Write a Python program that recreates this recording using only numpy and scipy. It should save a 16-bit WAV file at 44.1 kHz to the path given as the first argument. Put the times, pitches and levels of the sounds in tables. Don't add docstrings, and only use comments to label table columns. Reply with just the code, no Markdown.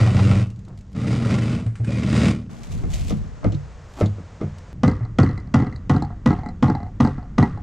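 import sys
import numpy as np
from scipy import signal
from scipy.fft import rfft, irfft, next_fast_len
from scipy.io import wavfile
from scipy.ndimage import uniform_filter1d

SR = 44100
rng = np.random.default_rng(int(sys.argv[2]) if len(sys.argv) > 2 else 0)


def generate_wav(signal):
    frames = np.transpose(np.atleast_2d(signal))
    scaled = np.clip(frames, -1, 1) * 32767
    pcm = np.round(scaled).astype(np.int16)
    wavfile.write(sys.argv[1], SR, pcm)


N = 336042
TIME = np.arange(N) / SR
RING_SAMPLES = 26460

PANEL_MODES = [(62.6, -7, 0.27), (75.7, -4, 0.25), (113.3, 4.5, 0.33), (127.7, 6.5, 0.14),
               (173.2, -8, 0.31), (193.2, -9, 0.33), (228.1, -2, 0.14), (319, -16.5, 0.17),
               (380.5, -20.5, 0.17), (468.4, -13.5, 0.058), (663, -28.5, 0.13)]
# [f/Hz, relative level/dB, t60/s]
TRANSOM_MODES = [(63, -19, .8), (81, -13, .35), (93, -7, .55), (104, -9, .5), (122, -8, .35), (139, 0, .36),
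                 (174, -7, .35), (229, 0, .25), (271, -4, .27), (305, -9, .22), (397, -19, .26),
                 (456, -21, .25), (501, -12, .18)]
# [f/Hz, relative level/dB, t60/s]
THUMP_MODES = [(142.5, 7, 0.057), (219.4, 4.5, 0.074), (299.7, 3, 0.075), (378, -11.5, 0.075)]
# [f/Hz, relative level/dB, t60/s]
WOOD_MODES = [(607, 0, 0.13), (688, 3, 0.065), (768, 7, 0.098), (837, -1, 0.071), (990, 3, 0.059),
              (1079, -5, 0.25), (1210, 0.5, .15), (1275, -4, 0.13), (1428, -4.5, .14), (1687, -17.5, 0.13),
              (1976, -6, 0.14)]
# [f/Hz, relative level/dB, t60/s]
PRIED_MODES = [(318, 2, .17), (400, -6, .15), (468, 2, .17), (554, -3, .14), (637, -6, .12), (745, -6, .11),
               (1206, -10, .14), (1308, -9, .12), (2100, -11, .09)]
# [f/Hz, relative level/dB, t60/s]
BLADE_MODES = [(1180, 0, .05), (2020, -2, .06), (2400, 1, .06), (2950, -2, .04), (3850, -6, .05),
               (4630, -7, .035), (7530, -12, .04), (8550, -8, .05)]
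SCRAPE_SPECTRUM = [(700, 2), (1200, -28.5), (2100, -5), (3900, -7.5), (5500, -9.5), (7200, -8.5),
                   (10000, -20), (15500, -26)]
# [f/Hz, relative level/dB]
KNOCK_SPECTRUM = [(200, 10.5), (320, 7), (480, 1), (700, 0), (930, -16), (1200, -19.5), (1700, -32),
                  (2100, -15.5), (3000, -43)]
# [f/Hz, relative level/dB]
CORE_SPECTRUM = [(250, 4), (330, 5), (450, -14.5), (620, 0), (800, -6.5), (1300, -8), (1700, -16)]
# [f/Hz, relative level/dB]
CRACK_SPECTRUM = [(1500, -14.5), (2500, 2), (3250, -1), (3800, -4), (5000, -6), (6000, -7), (8000, -16),
                  (9500, -25), (11500, -39.5), (15000, -44.5)]


def from_db(db):
    return 10 ** (np.asarray(db) / 20)


def rms_one(x):
    return x / np.sqrt(np.mean(x ** 2) + 1e-20)


def in_time(rows):
    s, *columns = np.transpose(rows)
    return [np.interp(TIME, s, column) for column in columns]


def in_steps(rows):
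    rows = np.array(rows)
    return rows[np.searchsorted(rows[1:, 0], TIME), 1:].T


def at_hz(points, hz):
    f, value = np.transpose(points)
    return np.interp(np.log(np.maximum(hz, 1)), np.log(f), value)


def during(rows):
    is_open = 1. * (TIME >= rows[0][0]) * (TIME <= rows[-1][0])
    return uniform_filter1d(is_open, size=300)


def coloured(x, spectrum):
    size = next_fast_len(len(x))
    hz = np.maximum(np.arange(size // 2 + 1) * SR / size, 1)
    ends = np.minimum(1, np.minimum(hz / spectrum[0][0], spectrum[-1][0] / hz)) ** 4
    shaped = rfft(x, size) * from_db(at_hz(spectrum, hz)) * ends
    return rms_one(irfft(shaped, size)[:len(x)])


def evened(x, size):
    return x / np.sqrt(np.abs(uniform_filter1d(x ** 2, size)) + 1e-9)


def add(out, s, sound):
    start = max(round(s * SR), 0)
    out[start:start + len(sound)] += sound[:max(N - start, 0)]


def modes(table, vary_db, detune=0.0087, rise=0.00026, alternate=True):
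    t = np.arange(RING_SAMPLES) / SR
    hz, db, t60 = np.transpose(table)[:, :, None]
    gain = from_db(db + vary_db * rng.standard_normal(hz.shape))
    if alternate:
        gain = gain * (-1.) ** np.arange(len(hz))[:, None]
    hz = hz * (1 + detune * rng.standard_normal(hz.shape))
    ring = np.sum(gain * from_db(-60 * t / t60) * np.sin(2 * np.pi * hz * t), axis=0)
    onset = 1 - np.exp(-(t / rise) ** 2)
    return ring * onset / np.sqrt(np.sum(gain ** 2))


def burst(spectrum, t60, tail_db, rise, patchy_db=0):
    # [f/Hz, t60/s]
    hull_t60 = [(100, 0.58), (400, 0.69), (1100, 0.42), (3000, 0.45), (8000, 0.45)]
    t = np.arange(RING_SAMPLES) / SR
    strongest_hz = max(spectrum, key=lambda point: point[1])[0]
    tail = from_db(tail_db - 60 * t / at_hz(hull_t60, strongest_hz))
    decay = np.hypot(from_db(-60 * t / t60), tail)
    lumps = from_db(patchy_db * rms_one(uniform_filter1d(rng.standard_normal(RING_SAMPLES), size=130)))
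    noise = coloured(rng.standard_normal(RING_SAMPLES) * lumps, spectrum)
    onset = 1 - np.exp(-(t / rise) ** 2)
    return evened(noise, size=900) * decay * onset


def grains(per_s, spread_db):
    sizes = from_db(spread_db * np.minimum(rng.exponential(1, N), 4))
    breaks = rng.random(N) < per_s / SR
    return rms_one(breaks * sizes * rng.standard_normal(N))


def fading(clicks, t60):
    return signal.lfilter([1], [1, -from_db(-60 / (t60 * SR))], clicks + 1e-18)


def air():
    # [start t/s, wash level/dB, hiss level/dB, rumble
    # level/dB]
    stages = [(0, -61.5, -70, -41), (2.495, -50.5, -62, -42), (4.73, -58.5, -71, -33.5)]
    # [f/Hz, relative level/dB]
    wash_spectrum = [(150, 1), (270, -12.5), (450, 1), (700, -4), (1230, -6), (2000, -11), (3000, -19)]
    # [f/Hz, relative level/dB]
    hiss_spectrum = [(3000, 4.5), (6800, 5.5), (8200, -1.5), (10000, -17.5), (14000, -38)]
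    # [f/Hz, relative level/dB]
    rumble_spectrum = [(15, -3), (30, -6.5), (45, 0), (70, -2.5), (110, -3.5), (180, -10), (300, -21),
                       (600, -39.5)]
    wash, hiss, rumble = from_db(in_steps(stages))
    gust = np.minimum((TIME - 2.725) / 0.031, (3.12 - TIME) / 0.25).clip(-1, 0) + 1
    rumble = rumble + from_db(-29) * gust
    out = np.zeros(N)
    for gain, spectrum in [(wash, wash_spectrum), (hiss, hiss_spectrum), (rumble, rumble_spectrum)]:
        out += gain * evened(coloured(rng.standard_normal(N), spectrum), size=8000)
    return out


def panel_bumps(boom_db=-2, knock_db=-24):
    # [t/s, level before the trims/dB]
    bumps = [(0.587, -27), (.69, -22), (1.66, -10.5), (1.797, -9), (5.003, -10.5)]
    out = np.zeros(N)
    for s, db in bumps:
        add(out, s, from_db(db + boom_db) * modes(THUMP_MODES[:1] + PANEL_MODES[1:4], vary_db=8.5, rise=0.002))
        add(out, s, from_db(db + knock_db) * burst(KNOCK_SPECTRUM, t60=0.11, tail_db=-20, rise=0.0037))
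    return out


def chips(snap_db=-6, ring_db=-6):
    # [t/s, level before the trim/dB]
    snaps = [(0.5013, -43), (0.56, -50), (0.682, -47), (0.775, -43.5), (0.809, -47), (0.929, -47),
             (2.6324, -35.5), (2.903, -35), (4.583, -38.5)]
    # [t/s, level/dB; its ring is trimmed below this]
    clinks = [(1.597, -42), (1.663, -42.5), (1.754, -39), (1.845, -36.5), (1.877, -57)]
    # [f/Hz, relative level/dB]
    clink_spectrum = [(1000, 2), (1500, 3), (2300, -1), (3300, -10), (4700, -12), (7000, -12), (8600, -8),
                      (11000, -33)]
    out = np.zeros(N)
    crumbs = [(s, -48) for s in rng.uniform(0.2, 1, 5)]
    for s, db in snaps + crumbs:
        add(out, s, from_db(db + snap_db) * burst(SCRAPE_SPECTRUM[:-1], t60=0.036, tail_db=-32, rise=0.00051))
    for s, db in clinks:
        add(out, s, from_db(db) * burst(clink_spectrum, t60=0.041, tail_db=-12, rise=0.0013))
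        add(out, s, from_db(db + ring_db) * modes(BLADE_MODES, vary_db=3, rise=0.002))
    return out


def hand_scraping(level_db=-1):
    # [peak t/s, level before the trim/dB, swell t/s, fade t/s]
    strokes = [(2.638, -48, .04, .13), (2.722, -44.5, 0.055, 0.14), (2.938, -37.5, 0.072, 0.29),
               (3.103, -36, 0.087, 0.025), (4.008, -45, 0.17, 0.11)]
    # [t/s, half length/s, level/dB]
    rubs = [(0.71, .04, -51), (3.438, 0.0053, -33), (3.992, 0.022, -35.5), (4.408, 0.0061, -38.5)]
    pressure = from_db(-57) * during([(2.5,), (3.2,)])
    for s, db, swell, fade in strokes:
        from_peak = np.maximum((s - TIME) / swell, (TIME - s) / fade).clip(0, 10)
        pressure = np.hypot(pressure, from_db(db - 27.5 * from_peak))
    crumbling = grains(3000, spread_db=3.5)
    rubbing = sum(from_db(db) * np.exp(-((TIME - s) / width) ** 2) for s, width, db in rubs)
    scrape = from_db(level_db) * pressure * coloured(crumbling, SCRAPE_SPECTRUM)
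    return scrape + rubbing * coloured(crumbling, CORE_SPECTRUM)


def bar_creaks():
    # [t/s, level/dB]
    creaks = [(2.932, -38), (3.522, -41), (3.544, -41), (4.057, -33.5)]
    # [f/Hz, relative level/dB]
    creak_spectrum = [(2800, -10), (3500, 1), (4200, 1), (5000, -12), (7000, -8), (10000, -35)]
    out = np.zeros(N)
    for s, db in creaks:
        add(out, s, from_db(db) * burst(creak_spectrum, t60=0.042, tail_db=-37, rise=0.0025))
    return out


def bar_knocks(knock_db=-6, wood_db=-2, thump_db=-4, thud_db=-3, crack_db=-3, core_db=-13):
    # [t/s, knock level/dB, thud level/dB, crack level/dB; all before the trims]
    jabs = [(2.833, -28, -30.5, -62), (3.103, -23, -20.5, -34), (3.443, -15.5, -16.5, -39.5),
            (3.521, -34, -23, -42), (4.007, -11.5, -13.5, -34), (4.179, -36.5, -37.5, -71),
            (4.411, -21.5, -22.5, -46)]
    # [f/Hz, relative level/dB, t60/s]
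    rim_modes = [(62.5, -11, 0.6), (88.6, -10.5, 0.95), (103.35, -6, 0.46), (145, -1.5, 0.32),
                 (176.2, -3.5, 0.17), (210, -8.5, 0.33), (280.5, -16.5, 0.21), (340.3, -19, 0.14)]
    out = np.zeros(N)
    for s, knock, *_ in jabs:
        add(out, s, from_db(knock + wood_db) * modes(PRIED_MODES, vary_db=2, detune=0.008, rise=0.004))
    landings = [(s + 0.019, knock - 8, thud + 8, crack - 7) for s, knock, thud, crack in jabs]
    for s, knock, thud, crack in jabs + landings:
        add(out, s, from_db(knock + core_db) * burst(CORE_SPECTRUM, t60=0.14, tail_db=-35, rise=0.0012))
        add(out, s, from_db(knock + knock_db) * burst(KNOCK_SPECTRUM, t60=0.18, tail_db=-30.5, rise=0.003))
        add(out, s, from_db(thud + thump_db) * modes(THUMP_MODES, vary_db=0.5, detune=0.077, rise=0.00088))
        add(out, s, from_db(thud + thud_db) * modes(rim_modes, vary_db=6.5, detune=0.015, rise=0.001))
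        snap = burst(CRACK_SPECTRUM, t60=0.065, tail_db=-18.5, rise=0.00059, patchy_db=4)
        add(out, s, from_db(crack + crack_db) * snap)
    return out


def blade_catches(tear_db=-8, waver=0.01):
    # [t/s, level/dB; the tear is trimmed below this]
    catches = [(.008, -27), (0.072, -23.5), (0.166, -23.5), (.191, -24.5), (.311, -26), (.949, -41.5),
               (1.288, -30.5), (1.345, -29.5), (1.662, -49), (2.127, -29.5)]
    # [t/s, length/s, f/Hz, level/dB]
    squeals = [(1.864, 0.045, 2480, -41), (1.879, 0.039, 550, -31.5), (1.936, .05, 2470, -40)]
    out = np.zeros(N)
    for s, db in catches:
        add(out, s, from_db(db) * modes(WOOD_MODES, vary_db=4, detune=0.0697))
        add(out, s, from_db(db + tear_db) * burst(CRACK_SPECTRUM, t60=0.031, tail_db=-22, rise=0.00094))
    for s, length, hz, db in squeals:
        swell = np.hanning(int(length * SR))
        wander = rms_one(uniform_filter1d(rng.standard_normal(RING_SAMPLES), size=200))[:len(swell)]
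        pitch = hz * (1 + waver * wander)
        add(out, s, from_db(db) * swell * np.sin(2 * np.pi * np.cumsum(pitch) / SR))
    return out


def chatter(contacts, count=7, stay_s=0.07):
    patch = rng.integers(0, count, N)[(TIME / stay_s).astype(int)]
    clacks = np.zeros(N)
    for k in range(count):
        body = modes(PRIED_MODES + BLADE_MODES[:4], vary_db=2, detune=0.1002)
        clacks += signal.oaconvolve(contacts * (patch == k), body)[:N]
    return evened(clacks, size=3000)


def power_scraper(return_db=-5, vary_db=3, bite_t60=0.061, rasp_db=-32.5, grit_db=-39.5,
                  linger_db=-16, linger_t60=2.3, snags_per_s=10, snag_db=-2):
    # [start t/s, strokes per s, timing unevenness/stroke, upper modes' level/dB,
    #         panel boom level/dB, wood rasp trim/dB, blade ring against fibres/dB]
    bursts = [(0, 48, 0.026, -7, -14.5, 2, -26), (.92, 42.5, 0.061, 7, -19, 0.5, -20),
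              (1.78, 38.4, 0.056, 10.5, -19.5, 0, -20)]
    # [t/s, level/dB]
    bite_curves = [
        [(0.0, -35), (0.126, -41.5), (0.19, -37.5), (0.304, -38), (0.306, -36), (0.428, -43.5), (0.482, -66),
         (0.516, -60.5), (0.54, -93)],
        [(0.935, -83), (0.957, -50), (1.127, -38), (1.197, -43.5), (1.347, -35.5), (1.357, -39.5),
         (1.555, -42.5), (1.691, -65.5), (1.73, -92)],
        [(1.83, -67), (1.85, -55), (1.862, -72), (1.878, -44.5), (2.074, -40.5), (2.154, -34), (2.286, -31),
         (2.356, -49), (2.47, -71)],
    ]
    # [f/Hz, relative level/dB]
    rasp_spectrum = [(300, 7.5), (400, -5), (560, -0.5), (850, -13), (1000, -9.5), (1400, -10),
                     (1800, -29.5), (2100, -40), (2800, -28)]
    # [f/Hz, relative level/dB]
    grit_spectrum = [(1500, -0.5), (2000, 7), (2450, 4.5), (3100, -1.5), (3860, 0), (4350, -5), (4700, -1),
                     (5500, -5.5), (8600, -10), (11000, -26), (15000, -46)]
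    rate, uneven, hardness, boom_db, wood_db, ring_db = in_steps(bursts)
    effort = sum(during(curve) * from_db(in_time(curve)[0] + 39.5) for curve in bite_curves).clip(1e-9)
    boom = from_db(boom_db) * effort ** 0.65
    linger = from_db(linger_db) * fading(boom, linger_t60) * np.log(1000) / (linger_t60 * SR)
    boom = np.hypot(boom, linger)

    at = np.flatnonzero(np.diff(np.floor(2 * np.cumsum(rate) / SR), prepend=-1))
    chance = rng.standard_normal((len(at), 2))
    is_return = np.arange(len(at)) % 2
    at = np.clip(at + chance[:, 0] * uneven[at] * SR / rate[at], 0, N - 1).astype(int)
    contacts = np.zeros(N)
    contacts[at] = from_db(return_db * is_return + vary_db * chance[:, 1])

    shaken = signal.fftconvolve(contacts, modes(PANEL_MODES, vary_db=1))[:N]
    soft = signal.sosfiltfilt(signal.butter(4, 155, fs=SR, output="sos"), shaken)
    panel = evened(soft + from_db(hardness) * (shaken - soft), size=3000)

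    snags = (rng.random(N) < snags_per_s / SR) * from_db(snag_db)
    bite = fading(contacts + snags, bite_t60)
    rasp = evened(coloured(grains(3500, spread_db=2) * (bite + 0.45), rasp_spectrum), size=2400)
    wood = 0.85 * rasp + 0.5 * chatter(contacts)
    tearing = grains(14000, spread_db=0.5) * (bite + 0.6)
    steel = evened(signal.fftconvolve(tearing, modes(BLADE_MODES, vary_db=0.5))[:N], size=2400)
    fibres = evened(coloured(tearing, grit_spectrum), size=2400) + from_db(ring_db) * steel
    wood_gain = from_db(rasp_db + wood_db) * effort ** 0.86
    return boom * panel + wood_gain * wood + from_db(grit_db) * effort * fibres


def hollow_ring(db):
    # [ring level/dB, f/Hz]
    favoured = [(-29, 735), (-18, 900)]
    # [f/Hz, relative level before the favouring/dB, t60/s]
    hollow_modes = [(722, 0, .15), (756, 0, .16), (826, 1, .14), (866, -2, .12), (948, -4, .12)]
    centre = np.interp(db, *np.transpose(favoured))
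    table = [(hz, level - abs(hz - centre) / 16, t60) for hz, level, t60 in hollow_modes]
    return from_db(db) * modes(table, vary_db=3, detune=0.012, rise=0.001, alternate=False)


def rattles(clack_db=-1, ping_db=1, thump_db=8, thud_db=-2, firm_db=-21):
    # [t/s, clack level/dB, hollow ring level/dB, shank ping level/dB, steel tick level/dB
    rebounds = [(4.878, -11.5, -33, -27.5, -27), (4.913, -21.5, -47, -42, -41.5),
                (5.031, -38, -54, -50, -56), (5.05, -34.5, -49, -51, -48), (5.231, -13, -33, -36, -30),
                (5.263, -43, -47, -33, -47), (5.29, -23, -38, -38, -43), (5.31, -32.5, -48, -41, -47),
                (5.376, -29, -50, -37.5, -41.5), (5.399, -55, -61, -63, -48), (5.472, -50, -49, -55, -53),
                (5.599, -17, -26, -32.5, -41.5), (5.622, -18, -29, -36, -45), (5.666, -23, -47, -37.5, -46),
                (5.725, -32.5, -52, -41, -48), (5.76, -39, -51, -50, -40.5), (5.944, -15.5, -25, -50, -52),
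                (5.963, -15.5, -35, -53, -36.5), (6.022, -22.5, -22.5, -58, -33),
                (6.048, -44, -51, -63, -45), (6.103, -31, -33, -64, -67), (6.305, -12, -22.5, -34, -37),
                (6.328, -21.5, -26.5, -38, -44), (6.387, -27.5, -33, -45, -51), (6.433, -36, -30, -44, -54),
                (6.46, -25, -30.5, -37, -46), (6.487, -30, -36, -43.5, -41), (6.682, -21, -22, -40.5, -41),
                (6.698, -13, -23, -38, -35.5), (6.75, -23.5, -23, -39, -39.5),
                (6.802, -34, -31.5, -51, -54), (6.829, -30, -33.5, -53, -49),
                (6.865, -49, -34.5, -54.5, -57), (7.048, -13, -19.5, -39, -34), (7.072, -19, -31, -40, -37),
                (7.179, -25.5, -35.5, -52, -53), (7.227, -43, -38, -59, -55),
                (7.426, -11.5, -17, -24.5, -29.5), (7.574, -31, -33.5, -53, -52)]
    # [f/Hz, relative level/dB, t60/s]
    clack_modes = [(403, 2, 0.059), (731, 4, 0.05), (783, 3.5, 0.023), (879, -10, 0.083), (960, -11, 0.14),
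                   (1113, -7.5, 0.045), (1270, -9, 0.11), (1330, 1, 0.03), (1606, -12.5, 0.098)]
    # [f/Hz, relative level/dB, t60/s]
    shank_modes = [(1930, -4, .07), (1993, 5, .1), (2060, -1, .08)]
    # [f/Hz, relative level/dB]
    tick_spectrum = [(2500, -5), (3600, -55), (4000, 14), (4600, 8.5), (5500, -4), (7500, -4.5),
                     (9000, -13.5), (11000, -55)]
    out = np.zeros(N)
    for s, clack, hollow, ping, tick in rebounds:
        push = clack + min(clack - firm_db, 0) / 2
        add(out, s, from_db(clack + clack_db) * modes(clack_modes, vary_db=0.5, detune=0.02, rise=0.0018))
        add(out, s, hollow_ring(hollow))
        shank = modes(shank_modes, vary_db=4, detune=0.014, rise=0.001, alternate=False)
        add(out, s, from_db(ping + ping_db) * shank)
        add(out, s, from_db(tick) * burst(tick_spectrum, t60=0.024, tail_db=-40.5, rise=0.0011))
        add(out, s, from_db(push + thump_db) * modes(THUMP_MODES, vary_db=0.5, detune=0.048, rise=0.00056))
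        add(out, s, from_db(push + thud_db) * modes(TRANSOM_MODES, vary_db=5.5, detune=0.018, rise=0.0012))
    return out


def hammer_blows(crunch_db=-10, wood_db=6, thump_db=-1, crack_db=1, steel_db=-6):
    # [t/s, strength/dB, hollow ring level/dB]
    blows = [(4.833, -3, -27), (5.185, -1, -29), (5.54, -2.6, -17), (5.895, -4, -16.5),
             (6.259, -3.5, -21.5), (6.625, -3.4, -16), (7.001, -3, -22), (7.38, -2.5, -16.5)]
    # [f/Hz, relative level/dB]
    blow_spectrum = [(220, -7), (330, 1.5), (520, -3), (800, -12.5), (1200, 1.5), (1600, -11), (2000, -5.5),
                     (2400, -32.5), (3200, -39)]
    # [f/Hz, relative level/dB, t60/s]
    steel_modes = [(2300, -0.5, 0.13), (2970, 0.5, 0.1), (3300, 14.5, 0.05), (3730, -6, 0.33),
                   (5200, -9, 0.14), (6330, -8.5, 0.26), (7100, -11.5, 0.42), (8334, -13, 0.34)]
    # [f/Hz, relative level/dB, t60/s]
    wedged_modes = [(722, 0, .15), (756, 0, .16), (826, 1, .14), (866, -2, .12), (948, -4, .12)]
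    out = np.zeros(N)
    for s, strength, hollow in blows:
        knock, thud, crack = strength - 17.5, strength - 1.5, strength - 26.5
        snap = burst(CRACK_SPECTRUM, t60=0.05, tail_db=-15.5, rise=0.0007, patchy_db=5)
        add(out, s, from_db(crack + crack_db) * snap)
        add(out, s, from_db(crack + steel_db) * modes(steel_modes, vary_db=3, detune=0.003))
        add(out, s, from_db(knock) * burst(blow_spectrum, t60=0.06, tail_db=-16, rise=0.002))
        crunch = burst(blow_spectrum, t60=0.25, tail_db=-6, rise=0.01, patchy_db=5)
        add(out, s, from_db(knock + crunch_db) * crunch)
        add(out, s, from_db(knock + wood_db) * modes(WOOD_MODES, vary_db=2.5, detune=0.01, rise=0.0015))
        add(out, s, from_db(hollow) * modes(wedged_modes, vary_db=3, detune=0.01, rise=0.002))
        add(out, s, from_db(thud + thump_db) * modes(THUMP_MODES, vary_db=3, detune=0.06, rise=0.003))
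        add(out, s, from_db(thud) * modes(TRANSOM_MODES, vary_db=2, detune=0.012, rise=0.001))
    return out


def hull(x, low_hz=450):
    # [delay t/s, level/dB]
    echoes = [(.0037, -19.5), (.0083, -24.5), (0.014, -18), (0.0212, -21)]
    thrown = signal.sosfilt(signal.butter(2, low_hz, "high", fs=SR, output="sos"), x)
    out = x.copy()
    for delay, db in echoes:
        add(out, delay, from_db(db) * thrown)
    return out


def stereo(mid, scatter_t60=0.027, scatter_hz=900, lean=0.067):
    # [f/Hz, side against mid before the spread over time/dB]
    width_by_pitch = [(30, 3.5), (100, -10), (400, -9.5), (1300, -8.5), (2400, -14), (4400, -13),
                      (8000, -8), (14000, 0.5)]
    # [t/s, side trim/dB]
    spread = [(2.48, -53), (2.5, 6), (3.6, 3), (3.9, -17), (4.55, -28), (4.72, -58)]
    size = 4096
    scatter = rfft(rng.standard_normal(size) * from_db(-60 * np.arange(size) / SR / scatter_t60))
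    hz = np.arange(len(scatter)) * SR / size
    phase = -np.pi / 2 + np.angle(scatter) * hz / (hz + scatter_hz)
    side_spectrum = (np.exp(1j * phase) + lean) * from_db(at_hz(width_by_pitch, hz))
    response = np.roll(irfft(side_spectrum), size // 2)
    side = signal.fftconvolve(mid, response)[size // 2:][:N]
    side = from_db(in_time(spread)[0]) * side
    return np.array([mid + side, mid - side])


def scene():
    by_hand = hand_scraping() + chips() + bar_knocks() + bar_creaks()
    by_saw = power_scraper() + blade_catches()
    work = by_saw + panel_bumps() + by_hand + hammer_blows() + rattles()
    return stereo(hull(work) + air())


def record(dry):
    rounded = 0.95 * np.tanh(dry / 0.95)
    return signal.sosfilt(signal.cheby2(12, 70, 15700, fs=SR, output="sos"), rounded)


dry = scene()
out = record(dry)
generate_wav(out)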